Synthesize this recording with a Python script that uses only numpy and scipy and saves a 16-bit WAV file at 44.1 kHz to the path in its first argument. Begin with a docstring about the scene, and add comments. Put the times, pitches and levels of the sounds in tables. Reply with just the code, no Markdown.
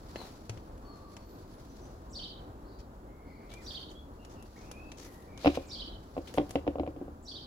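"""A dog's claws tick and its paws thud and scuff on wooden decking in a quiet garden; it whines faintly.
Late in the walk it bumps a clay flower pot, which rocks and settles: each impact excites damped modes
of the clay and the boards. A small bird repeats one chirp, a gliding tone that echoes off the fences,
and others whistle far away. Beneath them traffic rumbles over a faint noise floor, and a soft high hiss
swells as leaves stir and briefly around chirps and paw scuffs."""
import sys
import numpy as np
from scipy import signal
from scipy.fft import rfft, irfft
from scipy.io import wavfile

SR = 44100
rng = np.random.default_rng(int(sys.argv[2]) if len(sys.argv) > 2 else 0)


def inscribe(sig):
    """Save sig as 16-bit PCM at rate SR to the path in sys.argv[1].

    A 1-D sig is mono; a 2-D sig holds one channel per row.
    Samples are clipped to [-1, 1] before scaling.
    """
    pcm = np.round(np.clip(np.atleast_2d(sig).T, -1, 1) * 32767)
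    wavfile.write(sys.argv[1], SR, pcm.astype(np.int16))


N = 328986
TIME = np.arange(N) / SR

# Levels in the tables are relative; each source applies its own gains.
# pot striking the deck: (time [s], level [dB], board gain [dB], clay gain [dB], thunk pitch [Hz])
POT_KNOCKS = [(5.4459, -17.5, -1, 6.5, 550), (5.4585, -10, 0.5, 5, 540), (5.4691, -11.5, 4.5, 7, 560),
              (5.4757, -17.5, 5, 11.5, 334), (5.5733, -17.5, -1, -6, 505), (6.1664, -24, 0, -6, 576),
              (6.1778, -21, 1, -6, 500), (6.375, -21, 6.5, 4, 656), (6.3816, -11, 0, 3.5, 563),
              (6.3984, -18, -3, -20, 414), (6.5556, -13.5, 0, 3, 500), (6.667, -25, 9.5, -6, 644),
              (6.6766, -15, 2.5, -1.5, 498), (6.7562, -22.5, -4, -12.5, 540), (6.7839, -25, 1, -6, 497),
              (6.7963, -21, 9.5, -0.5, 583), (6.8333, -24.5, -3, -9.5, 553), (6.864, -31, -12, 0, 650),
              (6.875, -24, 3.5, -4, 506), (6.9629, -34.5, 7.5, -5, 500), (7.0134, -30, 5, -15, 380),
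              (7.054, -40, 4, -15, 450), (7.081, -33, 4, -13, 453)]
# modes of the boards, of pot and board together, and of the clay: (frequency [Hz], level [dB], T60 [s])
DECK_MODES = [(74.6, -27, 0.5), (124, -30, 0.22), (196, -30, 0.16), (230, -29, 0.14), (286, -10, 0.125),
              (326.4, -19, 0.15), (351.2, -19, 0.13), (416, -17, 0.05)]
COUPLED_MODES = [(540, -27, 0.08), (582, -18.5, 0.11), (690, -22, 0.045), (760, -15, 0.04),
                 (830, -25, 0.04), (1065, -27, 0.045), (1394, -28, 0.024)]
CERAMIC_MODES = [(1732, -38, 0.05), (2390, -27, 0.025), (2670, -29, 0.04), (2790, -34, 0.035),
                 (3300, -28, 0.012), (3900, -31, 0.012), (4960, -37, 0.011)]
# claws striking wood: (time [s], level [dB], low-pass cutoff [Hz])
CLAW_TICKS = [(0.1585, -30, 2500), (0.495, -33, 6800), (0.574, -46, 4800), (.778, -59, 15000),
              (1.167, -41.5, 6600), (1.854, -56, 9000), (3.538, -43.5, 12000), (4.249, -47, 9200),
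              (4.425, -50, 15000), (4.714, -38.5, 14100), (4.918, -39.5, 6400), (5.376, -43, 8000),
              (6.34, -40.5, 15500), (6.508, -38, 15800)]
# pads striking a board: (time [s], level [dB], frequency [Hz], decay by 60 dB [cycles])
PAD_THUDS = [(.1585, -22.5, 456, 2.5), (0.4985, -32.5, 110, 18), (0.574, -38, 99, 9.5),
             (6.345, -32, 500, 19)]
# paws sliding over the grooves: (time [s], duration [s], level [dB], resonance [Hz])
PAW_SCUFFS = [(0.163, 0.17, -49.5, 854), (1.672, 0.43, -67.5, 5960), (2.785, 0.04, -57.5, 5200),
              (3.493, 0.078, -54, 3480), (3.894, 0.07, -60, 7140), (4.294, 0.084, -60, 6230),
              (4.563, 0.16, -60, 5900), (4.971, 0.12, -51, 6200), (5.012, 0.3, -58, 12100),
              (5.389, 0.21, -47.5, 4070), (5.542, 0.039, -41.5, 2820), (6.271, 0.044, -48, 3330),
              (6.351, 0.034, -48.5, 11000), (6.491, 0.037, -51, 13500)]
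# noise of clay impact, claw impact and paw friction: (frequency [Hz], spectral density [dB])
CRACK_SPECTRUM = [(300, -17), (800, 18), (1600, 0.5), (2800, 10.5), (3800, -5), (5000, -8), (8000, -28),
                  (15000, -29)]
TICK_SPECTRUM = [(500, 13), (1500, -1.5), (2800, 6.5), (4000, -0.5), (6500, 4.5), (8500, -2.5), (11000, 2),
                 (15500, -19)]
SCUFF_SPECTRUM = [(100, -10), (300, 25), (800, 10.5), (1600, 7), (3000, 5.5), (6500, 2), (8500, -5),
                  (11000, -3.5), (15500, -10)]
# the small bird's calls: (time [s], level [dB], plateau pitch [Hz])
BIRD_CHIRPS = [(2.096, -41, 4630), (3.613, -41, 4710), (5.659, -38, 4668), (7.221, -42.5, 4680)]
# a chirp's three syllables: (time in the chirp [s], pitch over plateau pitch [ratio], level [dB])
LEAD_IN_GLIDE = [(.002, 1.54, -22), (.025, 1.57, -20), (.029, 1.2, -20), (.045, 1.17, -7), (.056, 1.2, -14)]
PLATEAU_GLIDE = [(.048, .7, -12), (.054, .82, -5), (.059, .96, 0), (.072, 1.0, -1), (.089, .97, -1),
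                 (.094, .73, -2), (.101, .67, -4), (.112, .72, -8)]
HOOK_GLIDE = [(.124, .67, -7), (.132, .74, -1), (.141, .83, -3), (.149, .91, -4), (.155, .72, -3),
              (.162, .66, -1), (.171, .68, -8)]
# reflections off ground, fences and walls: (delay [s], level [dB])
ECHO_PATHS = [(.003, 0), (.012, -6), (.056, -5), (.08, -9), (.111, -11), (.136, -9)]
# thin whistles, a dog's faint whine (the rows from 0.81 to 0.971 s) and distant birds' notes:
# (time [s], duration [s], first pitch [Hz], last pitch [Hz], level [dB], warble [Hz], mid rise [ratio])
THIN_WHISTLES = [ (0.148, 0.09, 4320, 3835, -49, 226, 0.017), (.81, 0.44, 1119, 1122, -58, 39.5, 0.044),
                 (0.842, 0.14, 4490, 4230, -61.5, 55.56, 0), (0.971, 0.46, 4330, 4510, -70, 160, 0),
                 (1.08, .09, 10200, 11300, -76, 240, .01), (1.25, .12, 13200, 14150, -70, 70, 0.021),
                 (1.32, .09, 11800, 11800, -73, 110, .015), (1.51, .1, 9700, 10000, -74, 70, .025),
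                 (1.69, 0.046, 5900, 6060, -66, 150, 0), (1.81, 0.078, 6000, 6100, -64.5, 150, 0),
                 (2.64, 0.22, 4450, 4450, -67, 348, 0.0039), (3.057, 0.33, 2074, 2220, -68.5, 93, 0.0047),
                 (3.25, 0.245, 4560, 4470, -72.5, 330, 0.0011),
                 (3.258, 0.28, 2110, 2170, -62.5, 150, 0.028), (3.51, 0.11, 2263, 2415, -55, 28, 0.024),
                 (3.579, 0.068, 2170, 1680, -60, 20, .02), (3.636, 0.091, 13400, 13900, -74, 120, 0.016),
                 (3.76, 0.17, 10900, 11400, -78, 200, 0.015), (3.949, 0.058, 3250, 3400, -52.5, 25, .01),
                 (4.188, 0.074, 2740, 2860, -64, 74.07, 0.0099),
                 (4.353, 0.084, 2814, 2650, -64.5, 97.2, 0.027),
                 (4.561, 0.027, 2034, 2060, -56, 126, 0.011), (4.6, 0.23, 2416, 2470, -63.5, 240, 0.0038),
                 (4.725, 0.21, 2376, 2616, -54.5, 30, 0.037), (5.013, 0.34, 1950, 1813, -63.5, 80.6, 0.017),
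                 (5.256, 0.57, 2284, 2390, -61.5, 138.9, 0.011)]
# swells of soft high hiss, from leaves stirring and as brief brightness around chirps and paw scuffs:
# (peak time [s], 1/e half-width [s], level [dB])
HISS_SWELLS = [(.25, 0.26, -59), (1.45, 0.63, -67), (3.7, 0.15, -60.5), (4.65, 0.44, -69.5),
               (5.6, 0.23, -61.5), (6.35, 0.28, -62.5)]
# background noises: (frequency [Hz], spectral density [dB])
TRAFFIC_SPECTRUM = [(20, -15.5), (32, -2.5), (48, 1.5), (75, -1.5), (120, -7), (170, -9.5), (280, -6.5),
                    (420, -11.5), (620, -14.5), (1000, -17.5), (1500, -25.5), (2200, -39), (3500, -41),
                    (8000, -50)]
SWELL_SPECTRUM = [(1500, 7.5), (2800, 1), (4500, 8), (7400, 0), (8400, -6.5), (10500, -3), (15500, -8.5)]
FLOOR_SPECTRUM = [(2000, -32), (7500, -0.5), (8500, -14), (10000, -4), (15500, -5.5)]
# likeness of noise at the two ears: (frequency [Hz], correlation [ratio])
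EAR_CORRELATION = [(40, 0.98), (300, 1), (600, 1), (1200, 0.32), (2500, 0.033), (15000, 0.027)]


def from_db(db):
    """Amplitude grows tenfold for every 20 dB."""
    return 10 ** (np.asarray(db) / 20)


def rms_one(x):
    """Normalisation to unit mean power."""
    return x / np.sqrt(np.mean(x ** 2) + 1e-20)


def seconds(length):
    """Uniform sampling of a duration."""
    return np.arange(int(length * SR)) / SR


def at_hz(points, hz):
    """Interpolation on a logarithmic frequency axis."""
    knot_hz, values = np.transpose(points)
    return np.interp(np.log(hz + 1), np.log(knot_hz), values)


def add(out, start_s, sound):
    """Superposition: a sound adds to those already present."""
    start = max(round(start_s * SR), 0)
    out[..., start:start + sound.shape[-1]] += sound[..., :N - start]


def drift(t, per_s):
    """Random modulation: straight lines join per_s Gaussian values a second."""
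    knots = rng.standard_normal(4096)
    return np.interp(t * per_s, np.arange(len(knots)), knots)


def correlated_pair(mid, side, correlation):
    """Partial coherence: the ears share one signal and take another in opposite sign."""
    return np.sqrt(1 + correlation) * mid + np.sqrt(1 - correlation) * side * [[1], [-1]]


def noise(spectrum):
    """Spectral shaping gives stereo noise of unit rms, coherent only at low frequencies."""
    hz = np.arange(N // 2 + 1) * SR / N
    mid, side = rfft(rng.standard_normal((2, N)))
    pair = correlated_pair(mid, side, at_hz(EAR_CORRELATION, hz))
    return rms_one(irfft(pair * from_db(at_hz(spectrum, hz)), N))


def tone(hz, db, attack_s, release_s):
    """Frequency modulation: the phase of a soft-ended sine is the integral of its frequency."""
    t = np.arange(len(hz)) / SR
    ramp = np.clip(np.minimum(t / attack_s, (t[-1] - t) / release_s), 0, 1)
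    phase = 2 * np.pi * np.cumsum(hz) / SR
    return np.sqrt(2) * np.sin(phase) * from_db(db) * np.sin(ramp * np.pi / 2)


def scatter(x, t60, correlation):
    """Diffuse reverberation: convolution with decaying noise of unit mean energy per ear."""
    t = seconds(1)
    build_up = 1 - np.exp(-t / .015)
    mid, side = rng.standard_normal((2, len(t))) * from_db(-60 * t / t60) * build_up
    response = correlated_pair(mid, side, correlation)
    response /= np.sqrt(np.sum(response ** 2) / 2)
    return signal.fftconvolve(np.atleast_2d(x), response, axes=1)[:, :N]


def lagged(pair, lag_ms):
    """Interaural delay: a positive lag reaches the right ear later."""
    return np.array([pair[0], np.interp(TIME - lag_ms / 1000, TIME, pair[1])])


def flower_pot(give_s=.0007, thunk_db=6, thunk_t60=.013, crack_db=-14, crack_t60=.02):
    """Impact excitation: each knock of the rocking pot thunks, cracks and rings clay and boards."""
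    pot, deck, crack_envelope = np.zeros((3, N))
    t = seconds(.5)
    for start, db, board_db, clay_db, thunk_hz in POT_KNOCKS:
        blow = from_db(db) * (1 - np.exp(-(t / give_s) ** 2))   # the wood yields, softening the onset
        thunk = from_db(thunk_db - 60 * t / thunk_t60) * np.sin(2 * np.pi * thunk_hz * t)
        ringing = ring(COUPLED_MODES, t) + from_db(clay_db) * ring(CERAMIC_MODES, t)
        add(pot, start, blow * (thunk + ringing))
        add(deck, start, blow * from_db(board_db) * ring(DECK_MODES, t))
        add(crack_envelope, start, blow * from_db(clay_db + crack_db - 60 * t / crack_t60))
    pot = pot + crack_envelope * noise(CRACK_SPECTRUM)
    near = from_db(-11) * scatter(pot, t60=.12, correlation=.8)   # off the steps and planter
    far = from_db(-24) * scatter(pot + deck, t60=1, correlation=.84)   # off the garden walls
    return lagged(pot + deck + near + far, lag_ms=.2) * from_db([[.3], [-.3]])


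def ring(modes, t, spread_db=2, detune=.015):
    """Free vibration: damped modes sum, varying in strength and pitch per blow as the pot tilts."""
    hz, db, t60 = np.transpose(modes)[:, :, None]
    envelopes = from_db(db + spread_db * rng.standard_normal(db.shape) - 60 * t / t60)
    hz = hz * (1 + detune * rng.standard_normal(hz.shape))
    signs = (-1) ** np.arange(len(modes))
    return signs @ (envelopes * np.sin(2 * np.pi * hz * t))


def dog():
    """Impact and friction of the paws reach the ear directly and by diffuse reflection."""
    steps = claw_ticks() + pad_thuds() + paw_scuffs()
    reflections = from_db(-12) * scatter(steps, t60=.29, correlation=1)
    return (steps + reflections) * from_db([[1.4], [-1.4]])


def claw_ticks(t60=.039):
    """A hard, brief contact excites a broad band of noise that decays quickly."""
    ticks, t = np.zeros((2, N)), seconds(.3)
    contact = noise(TICK_SPECTRUM)
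    for start, db, cutoff_hz in CLAW_TICKS:
        tick = contact[:, int(start * SR):][:, :len(t)] * from_db(db - 60 * t / t60)
        add(ticks, start, signal.sosfilt(signal.butter(2, cutoff_hz, fs=SR, output="sos"), tick))
    return ticks


def pad_thuds():
    """A board struck by a soft pad responds as a single damped oscillator."""
    thuds, t = np.zeros(N), seconds(.3)
    for start, db, hz, cycles in PAD_THUDS:
        add(thuds, start, from_db(db - 60 * t * hz / cycles) * np.sin(2 * np.pi * hz * t))
    return thuds


def paw_scuffs(grain_db=3.5, resonance_db=7):
    """Sliding friction makes grainy noise, with one band emphasised in each scuff."""
    scuffs = np.zeros((2, N))
    friction = noise(SCUFF_SPECTRUM) * from_db(grain_db * drift(TIME, 200))
    for start, length, db, hz in PAW_SCUFFS:
        t = seconds(length)
        rub = friction[:, int(start * SR):][:, :len(t)]
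        band = from_db(resonance_db) * signal.lfilter(*signal.iirpeak(hz, Q=3, fs=SR), rub)
        envelope = from_db(db) * np.sin(np.pi * np.sqrt(t / length))
        add(scuffs, start, envelope * rms_one(rub + band))
    return scuffs


def small_bird(rasp_share=.07, rasp_db=4, wander_share=.018, fade_s=.004, beam_hz=2800):
    """Fast random modulation roughens three glides; the high notes carry best to the fences."""
    song = np.zeros(N)
    for start, level_db, plateau_hz in BIRD_CHIRPS:
        for syllable in (LEAD_IN_GLIDE, PLATEAU_GLIDE, HOOK_GLIDE):
            times, pitch, db = np.transpose(syllable)
            t = seconds(times[-1] - times[0])
            glide = np.interp(times[0] + t, times, pitch)
            height = np.minimum(glide, 1)   # rasp and overtone weaken below the plateau
            rasp = rasp_share * height ** 2 * drift(t, 2200)
            hz = plateau_hz * glide * (1 + rasp + wander_share * drift(t, 96.7))
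            note_db = level_db + np.interp(times[0] + t, times, db) + rasp_db * drift(t, 613)
            octave_db = note_db - 27 + 80 * np.log2(height)
            note = tone(hz, note_db, fade_s, fade_s) + tone(2 * hz, octave_db, fade_s, fade_s)
            add(song, start + times[0], note)
    beamed = signal.sosfilt(signal.butter(1, beam_hz, "high", fs=SR, output="sos"), song)
    echoes = from_db(2.5) * fence_echoes(beamed)
    diffuse = from_db(3.5) * scatter(beamed, t60=.5, correlation=.1)
    return from_db(-8) * (song + echoes + diffuse) * from_db([[-1], [1]])


def fence_echoes(song, smear_t60=.032):
    """Reflection from many slats spreads each echo into a tight cluster, distinct at each ear."""
    response, t = np.zeros((2, N)), seconds(smear_t60)
    for delay, db in ECHO_PATHS:
        cluster = rng.standard_normal((2, len(t))) * from_db(-60 * t / smear_t60)
        add(response, delay, from_db(db) * rms_one(cluster) / np.sqrt(len(t)))
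    return signal.fftconvolve(song[None], response[:, :SR // 2], axes=1)[:, :N]


def thin_whistles(waver_db=1.5, attack_share=.14, release_share=.56):
    """Diffuse reflection blurs warbled glides: a dog's faint whine and distant birds' notes."""
    notes = np.zeros(N)
    for start, length, first_hz, last_hz, db, warble_hz, rise in THIN_WHISTLES:
        t = seconds(length)
        arch = 1 + rise * np.sin(np.pi * t / length)
        hz = np.interp(t, [0, length], [first_hz, last_hz]) * arch + warble_hz * drift(t, 250)
        note_db = db + waver_db * drift(t, 60)
        add(notes, start, tone(hz, note_db, attack_share * length, release_share * length))
    return from_db(-6) * notes + from_db(-5) * scatter(notes, t60=.19, correlation=.084)


def traffic(level_db=-48.5, fade_db_per_s=.16, flutter_db=1.53):
    """Level falls with distance: far traffic slowly recedes, reaching the right ear first."""
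    receding_db = fade_db_per_s * (TIME.mean() - TIME)
    rumble = noise(TRAFFIC_SPECTRUM) * from_db(level_db + receding_db + flutter_db * drift(TIME, 14))
    return lagged(rumble, lag_ms=-.33)


def swelling_hiss(rest_db=-78.5, flutter_db=2):
    """Amplitude modulation of soft high hiss: leaves stirring, and brightness around chirps and scuffs."""
    swells = sum(from_db(db) * np.exp(-((TIME - peak) / width) ** 2) for peak, width, db in HISS_SWELLS)
    hiss = noise(SWELL_SPECTRUM) * (from_db(rest_db) + swells)
    return hiss * from_db(flutter_db * (drift(TIME, 30) + drift(TIME, 150)))


def noise_floor(level_db=-75):
    """A microphone's self-noise forms a steady floor in the treble."""
    return from_db(level_db) * noise(FLOOR_SPECTRUM)


def scene():
    """Sound pressures add: birds, pot and dog over the garden's background."""
    events = small_bird() + thin_whistles() + flower_pot() + dog()
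    return events + (traffic() + swelling_hiss() + noise_floor()) * from_db([[.4], [-.4]])


def record(dry):
    """Band limiting: an elliptic low-pass cuts steeply above 15.9 kHz."""
    return signal.sosfilt(signal.ellip(10, .1, 70, 15900, fs=SR, output="sos"), dry)


dry = scene()
out = record(dry)
inscribe(out)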